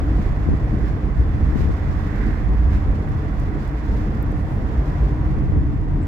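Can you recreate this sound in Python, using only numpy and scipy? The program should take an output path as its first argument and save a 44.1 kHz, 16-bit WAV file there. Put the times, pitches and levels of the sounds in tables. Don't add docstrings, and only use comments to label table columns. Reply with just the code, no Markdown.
import sys
import numpy as np
from scipy import signal
from scipy.fft import rfft, irfft
from scipy.io import wavfile
from scipy.ndimage import uniform_filter1d

SR = 44100
rng = np.random.default_rng(int(sys.argv[2]) if len(sys.argv) > 2 else 0)


def unload_wav(signal):
    wavfile.write(
        sys.argv[1],
        SR,
        np.round(np.clip(np.atleast_2d(signal).T, -1, 1) * 32767).astype(np.int16),
    )


N = 267687
T = np.arange(N) / SR
HZ = np.fft.rfftfreq(N, 1 / SR)

# time in seconds, pitch in Hz, level in dB.
SQUEAK_PATH = [(6.008, 6950, -78), (6.016, 7500, -73), (6.034, 7830, -59), (6.06, 7400, -78)]
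# time in seconds, level in dB, length of the slip in seconds,
# treble boost in dB per octave.
CASE_TICKS = [(0.647, -51, 0.00056, -7), (3.091, -51, .0005, -4), (3.399, -48, .0016, -4),
              (3.678, -50, 0.0016, -4), (4.2275, -36, .00008, 8), (4.319, -47, .0004, 2)]
# pitch in Hz, level in dB, seconds to fade by 60 dB.
CASE_RINGS = [(5400, -9, .0014), (8500, -9, 0.0017), (11300, -11, .0016), (13900, -4.5, 0.0026)]
# time in seconds, level in dB.
FINGER_SLIDE = [(4.33, -81), (4.38, -63), (4.45, -69), (4.54, -62), (4.6, -76)]

# time in seconds, level in dB.
AIR_SPEED = [(0, -42.5), (.6, -43.5), (1.15, -45), (1.5, -42), (2.1, -41), (2.55, -44), (3.2, -43.5),
             (4.1, -43.5), (4.45, -45), (5.0, -43), (5.14, -45), (5.45, -45.5), (5.8, -48.5), (6.07, -47)]
# frequency in Hz, level in dB.
RUSH_COLOUR = [(500, -3), (800, -4), (1050, 3), (1350, 1), (1650, 0), (1980, 0), (2300, -9.5),
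               (2700, -15.5), (3100, -43.5), (5000, -60.5)]
# frequency in Hz, level in dB.
HISS_COLOUR = [(1200, -19), (2500, 8), (3600, 3.5), (5000, 2), (6200, -2), (7300, -3), (8600, -12.5),
               (10000, -13), (12000, -12), (14200, -6.5), (15600, -17)]
# middle and length in seconds, gap and hiss levels in dB.
WINDOW_PUFFS = [(0.25, 0.27, -55, -60), (0.872, 0.13, -46, -58.5), (1.6, 0.1, -49, -54.5),
                (2.249, 0.26, -41, -61.5), (2.745, 0.075, -44, -54), (3.64, .1, -62, -60),
                (3.963, 0.25, -66.5, -58), (4.902, 0.52, -53, -62.5)]
# pitch in Hz, width in Hz, level in dB.
GAP_RINGS = [(1620, 160, 3.5), (1960, 390, -2.5), (3530, 670, -24.5)]
# frequency in Hz, likeness (0 is unrelated).
AIR_STEREO = [(1200, 0.0083), (1500, 0.19), (1900, 0.25), (2400, .22), (2800, -0.036), (3200, -0.25),
              (3700, -0.14), (4500, -0.077), (7000, 0)]

# middle and length in seconds, left and right levels in dB.
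MIC_GUSTS = [(0.508, 0.073, -17, -22), (0.744, 0.019, -18.5, -19.5), (1.205, 0.044, -15.5, -42),
             (1.57, 0.085, -19, -35.5), (1.672, 0.11, -15.5, -37), (2.297, 0.06, -22, -34),
             (2.764, 0.054, -26, -31), (5.355, 0.32, -27.5, -24.5), (5.554, 0.19, -23, -19.5),
             (5.737, 0.2, -25, -28), (5.93, 0.13, -22.5, -30)]
# frequency in Hz, level in dB.
GUST_COLOUR = [(20, -35.5), (38, -8), (65, 7), (110, -1), (190, -6.5), (290, -12.5), (420, -22), (600, -35),
               (2500, -79.5)]
# time in seconds, rough half width in seconds, level in dB.
MIC_POPS = [(0.4894, 0.00095, -6), (0.5399, 0.0015, -5), (1.5586, 0.0012, -5), (1.6077, 0.00076, -11.5),
            (1.656, 0.0013, -10), (1.6944, 0.00079, -11), (1.707, 0.00098, -15), (5.499, 0.0028, -11),
            (5.5217, 0.00056, -14), (5.554, 0.0021, -14), (5.5803, 0.001, -11), (5.591, 0.0014, -13)]

# time in seconds, level in dB.
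ASPHALT_GRAIN = [(0, -37), (1.3, -39), (2.1, -38), (3.3, -38), (3.9, -39.5), (4.1, -37.5), (5.3, -38),
                 (5.7, -42), (6.07, -39.5)]
# frequency in Hz, level in dB.
ROAR_COLOUR = [(200, -17.5), (450, -9.5), (560, 1), (760, 2), (860, -0.5), (960, -2.5), (1200, -7),
               (1600, -15), (2200, -19), (3200, -24.5), (5000, -47.5)]
# pitch in Hz, width in Hz, level in dB.
TREAD_RINGS = [(630, 41, 11), (790, 48, 8), (900, 60, 4.5), (985, 70, 5)]
# time in seconds, pitch in Hz, level in dB.
TREAD_WHINE = [(0, 916, -59.5), (3.5, 918, -56.5), (4.1, 914, -52.5), (4.6, 923, -50.5), (4.88, 966, -46),
               (5.45, 951, -55)]
# frequency in Hz, likeness (below 0 is opposed).
ROAD_STEREO = [(30, 0.73), (110, 1), (300, 0.93), (430, 0.83), (520, 0.59), (760, 0.57), (880, -0.67),
               (1100, 0.73), (1450, -2.2), (1900, 0.53), (3000, -0.35)]

# pitch in Hz, width in Hz, level in dB.
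HUM_TONES = [(138.7, 15.9, 1.5), (292.7, 32, -9.5), (316, 8.1, -13)]
# time in seconds, level in dB.
HUM_LEVEL = [(0, -29.5), (1.1, -33), (4.8, -32.5), (5.15, -26.5), (6.07, -31)]
# time in seconds, level in dB.
ROAD_EDGES = [(.728, -17.5), (2.137, -18.5), (2.259, -17), (4.327, -14), (5.02, -19.5), (5.561, -14)]
# pitch in Hz, width in Hz, level in dB.
PANEL_RINGS = [(145, 68, 0.5), (192, 46, -4), (215.5, 41, -1.5), (297.3, 35.5, -0.5), (352.3, 32, -10),
               (403, 39, -9.5), (437.4, 15, -8), (487, 84, -13.5)]
# time of the hardest shake in seconds, pitch in Hz, level in dB.
ROAD_BUMPS = [(.487, 73.6, -18), (.839, 55, -13), (1.206, 65.7, -18), (1.496, 59, -18), (2.531, 56.66, -20),
              (2.68, 63, -14.5), (2.894, 53, -15), (3.409, 51, -18), (3.909, 51.05, -17), (4.79, 59, -13.5),
              (5.036, 54, -15), (5.266, 57.9, -21), (5.604, 63.1, -14.5)]
# time in seconds, boom level in dB.
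ROAD_ROUGHNESS = [(0, -19), (.45, -22.5), (.7, -21.5), (1.6, -21), (2.3, -22), (2.48, -18.5), (2.85, -19.5),
                  (3.2, -24), (3.6, -25), (4.1, -23), (4.6, -24.5), (6.07, -23)]
# pitch in Hz, width in Hz, level in dB.
CABIN_RINGS = [(22.6, 2.1, -11), (42.2, 4.5, -2.5), (56.2, 7.4, -2.5), (82.4, 26, -9), (113.4, 6.6, -17),
               (120.4, 1.7, -15.5)]
# frequency in Hz, boost or cut in dB.
RIGHT_MIC_COLOUR = [(5500, 0.5), (7000, -2), (9500, 1.5), (12000, -4), (14000, -8), (15500, 1.5)]


def gain_of(db):
    return 10 ** (np.asarray(db) / 20)


def evened(x):
    return x / np.sqrt(np.mean(x ** 2) + 1e-20)


def spectrum(rows):
    hz, value = np.transpose(rows)
    return np.interp(np.log(HZ + 1), np.log(hz + 1), value)


def level(rows, column=1):
    rows = np.array(rows)
    return gain_of(np.interp(T, rows[:, 0], rows[:, column]))


def pan(left_db):
    return gain_of([[left_db / 2], [-left_db / 2]])


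def resonances(rings):
    powers = (gain_of(db) ** 2 / (1 + ((HZ - hz) / width * 1.31) ** 2) ** 2 for hz, width, db in rings)
    return np.sqrt(sum(powers))


def noise(colour, likeness):
    a, b = rfft(rng.standard_normal((2, N)))
    same = np.clip(likeness, -.95, .95)
    mid, side = a * np.sqrt(1 + same), b * np.sqrt(1 - same)
    x = irfft(np.array([mid + side, mid - side]) * colour, N)
    return x / np.std(x.mean(0))


def wobble(rate_hz):
    return evened(irfft(rfft(rng.standard_normal(N)) / (1 + (HZ / rate_hz) ** 2), N))


def swell(s, length, order=4):
    return 1 / (1 + ((T - s) / length * 2) ** order)


def steadied(x, size):
    power = uniform_filter1d(uniform_filter1d((x ** 2).mean(0), size), size)
    return x / np.sqrt(power / power.mean() + 1e-12)


def add(mix, s, sound):
    part = mix[:, max(round(s * SR), 0):][:, :sound.shape[1]]
    part += sound[:, :part.shape[1]]


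def squeak(jitter=.025):
    s, hz, db = np.transpose(SQUEAK_PATH)
    pitch = np.interp(T, s, hz) * (1 + jitter * wobble(395))
    tone = np.sin(2 * np.pi * np.cumsum(pitch) / SR)
    return tone * gain_of(np.interp(T, s, db)) * (T > s[0]) * (T < s[-1]) * pan(6)


def handling(rise_s=0.00027):
    out, t = np.zeros((2, N)), np.arange(256) / SR
    for s, db, length, treble_db in CASE_TICKS:
        snap = np.zeros(len(t))
        for hz, ring_db, fade_s in CASE_RINGS:
            octaves = np.log2(hz / CASE_RINGS[0][0])
            snap += gain_of(ring_db + treble_db * octaves - 60 * t / fade_s) * np.sin(2 * np.pi * hz * t)
        grit = np.sign(rng.standard_normal(len(t)))
        slip = grit * np.exp(-(2 * (t - t.mean()) / length) ** 2)
        tick = np.convolve(slip, snap * (1 - np.exp(-(t / rise_s) ** 2)))
        add(out, s - t.mean(), tick / abs(tick).max() * gain_of(db) * pan(-26))
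    case_colour = resonances([(hz, 2.9 / fade_s, db) for hz, db, fade_s in CASE_RINGS])
    touching = (T > FINGER_SLIDE[0][0]) & (T < FINGER_SLIDE[-1][0])
    slide = noise(case_colour, 0) * level(FINGER_SLIDE) * touching
    return out + slide * gain_of(-6.5) * pan(-14)


def window_air(hiss_level_db=-60.5, flutter_db=1.2, flutter_hz=35):
    speed, likeness = level(AIR_SPEED), spectrum(AIR_STEREO)
    gap_power = np.zeros(N)
    hiss_power = (gain_of(hiss_level_db) * evened(speed)) ** 2
    for s, length, gap_db, hiss_db in WINDOW_PUFFS:
        puff = swell(s, length, order=2)
        gap_power += (gain_of(gap_db) * puff) ** 2
        hiss_power += (gain_of(hiss_db) * puff) ** 2
    rush = noise(gain_of(spectrum(RUSH_COLOUR)), likeness) * speed * gain_of(-4) * pan(-11.5)
    gap = noise(resonances(GAP_RINGS), likeness) * np.sqrt(gap_power) * gain_of(-4) * pan(-10)
    hiss = noise(gain_of(spectrum(HISS_COLOUR)), likeness) * np.sqrt(hiss_power) * pan(0.55)
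    flutter = gain_of(0.36 + flutter_db * wobble(flutter_hz))
    whistle = noise(resonances([(3467, 150, 0)]), .4) * speed * gain_of(-27) * pan(3.1)
    return rush + gap + hiss * flutter + whistle


def gusts(lumpy_db=2.5, swirl_hz=45, split_hz=170, brief_s=0.083):
    lumps = gain_of(lumpy_db * np.array([wobble(swirl_hz), wobble(swirl_hz)]))
    swirls = noise(gain_of(spectrum(GUST_COLOUR)), 0) * lumps
    swirls = np.array([evened(steadied(mic[None], size=3000)[0]) for mic in swirls])
    large = irfft(rfft(swirls) / (1 + (HZ / split_hz) ** 4), N)
    small = swirls - large
    out = np.zeros((2, N))
    for s, length, left_db, right_db in MIC_GUSTS:
        blow = gain_of([[left_db], [right_db]]) * swell(s, length)
        out += blow * (large + small * min(brief_s / length, 1.3))
    return out * gain_of(-0.5)


def pops(suction=0.57):
    out = np.zeros((2, N))
    for s, width, db in MIC_POPS:
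        offset = (T - s) / width
        out[0] += gain_of(db) * (1 - suction * offset - offset ** 2) / (1 + offset ** 2 / 5) ** 4
    return out


def tyres(fuzz_hz=16):
    colour = gain_of(spectrum(ROAR_COLOUR)) * HZ / (HZ + 100)
    roar = noise(colour, spectrum(ROAD_STEREO)) * gain_of(-5) * pan(3.55)
    s, hz, _ = np.transpose(TREAD_WHINE)
    pure = np.exp(2j * np.pi * np.cumsum(np.interp(T, s, hz)) / SR)
    fuzzy = np.array([(pure * (wobble(fuzz_hz) + 1j * wobble(fuzz_hz))).real for mic in range(2)])
    whine = noise(resonances(TREAD_RINGS), 0) * pan(12) * gain_of(-5) + fuzzy * pan(7)
    return roar * level(ASPHALT_GRAIN) + whine * level(TREAD_WHINE, column=2)


def knocks(ring_s=0.037, rise_s=0.0021, db_per_octave=-5):
    out, t = np.zeros((2, N)), np.arange(4096) / SR
    ring = np.zeros(len(t))
    for hz, width, db in PANEL_RINGS:
        strength = gain_of(db + db_per_octave * np.log2(hz / PANEL_RINGS[0][0]))
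        ring += strength * np.sin(2 * np.pi * hz * t) * np.exp(-np.pi * width * t / 2)
    ring *= np.exp(-t / ring_s) * (1 - np.exp(-t / rise_s))
    for s, db in ROAD_EDGES:
        add(out, s, ring / abs(ring).max() * gain_of(db) * pan(0.89))
    return out


def bumps(sag=.1, spread_s=0.017):
    out = np.zeros(N)
    for s, hz, db in ROAD_BUMPS:
        offset = np.clip((T - s) / spread_s, -6, 6)
        cycles = rng.random() + np.cumsum(hz * (1 - sag * np.tanh(offset))) / SR
        out += gain_of(db) * np.sqrt(2) * np.exp(-offset ** 2 / 2) * np.sin(2 * np.pi * cycles)
    return out


def body_rumble(uneven_db=1.55, uneven_hz=6, churn_db=1.96, churn_hz=12):
    likeness = spectrum(ROAD_STEREO)
    shake = level(ROAD_ROUGHNESS) * gain_of(uneven_db * wobble(uneven_hz))
    low_cut = 1 / np.sqrt(1 + (18 / (HZ + 1)) ** 8)
    boom = steadied(noise(resonances(CABIN_RINGS) * low_cut, likeness), size=4000) * shake
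    drone = steadied(noise(resonances(PANEL_RINGS) * low_cut, likeness), size=7000)
    drone *= evened(gain_of(churn_db * wobble(churn_hz)))
    drone *= evened(level(ASPHALT_GRAIN)) ** 0.89 * evened(shake) ** 0.093
    hum = steadied(noise(resonances(HUM_TONES), .93), size=9000) * level(HUM_LEVEL)
    return boom * gain_of(1) * pan(-1.3) + drone * gain_of(-29) * pan(0.92) + hum * pan(4.7)


def scene():
    road = body_rumble() + bumps() + knocks() + tyres()
    wind = window_air() + gusts() + pops()
    return road + wind + handling() + squeak()


def record(dry, top_hz=15650):
    right = irfft(rfft(dry[1]) * gain_of(spectrum(RIGHT_MIC_COLOUR)), N)
    treble_cut = signal.firwin(511, top_hz, window=("kaiser", 9), fs=SR)
    return signal.oaconvolve(np.array([dry[0], right]), treble_cut[None], "same")


dry = scene()
out = record(dry)
unload_wav(out)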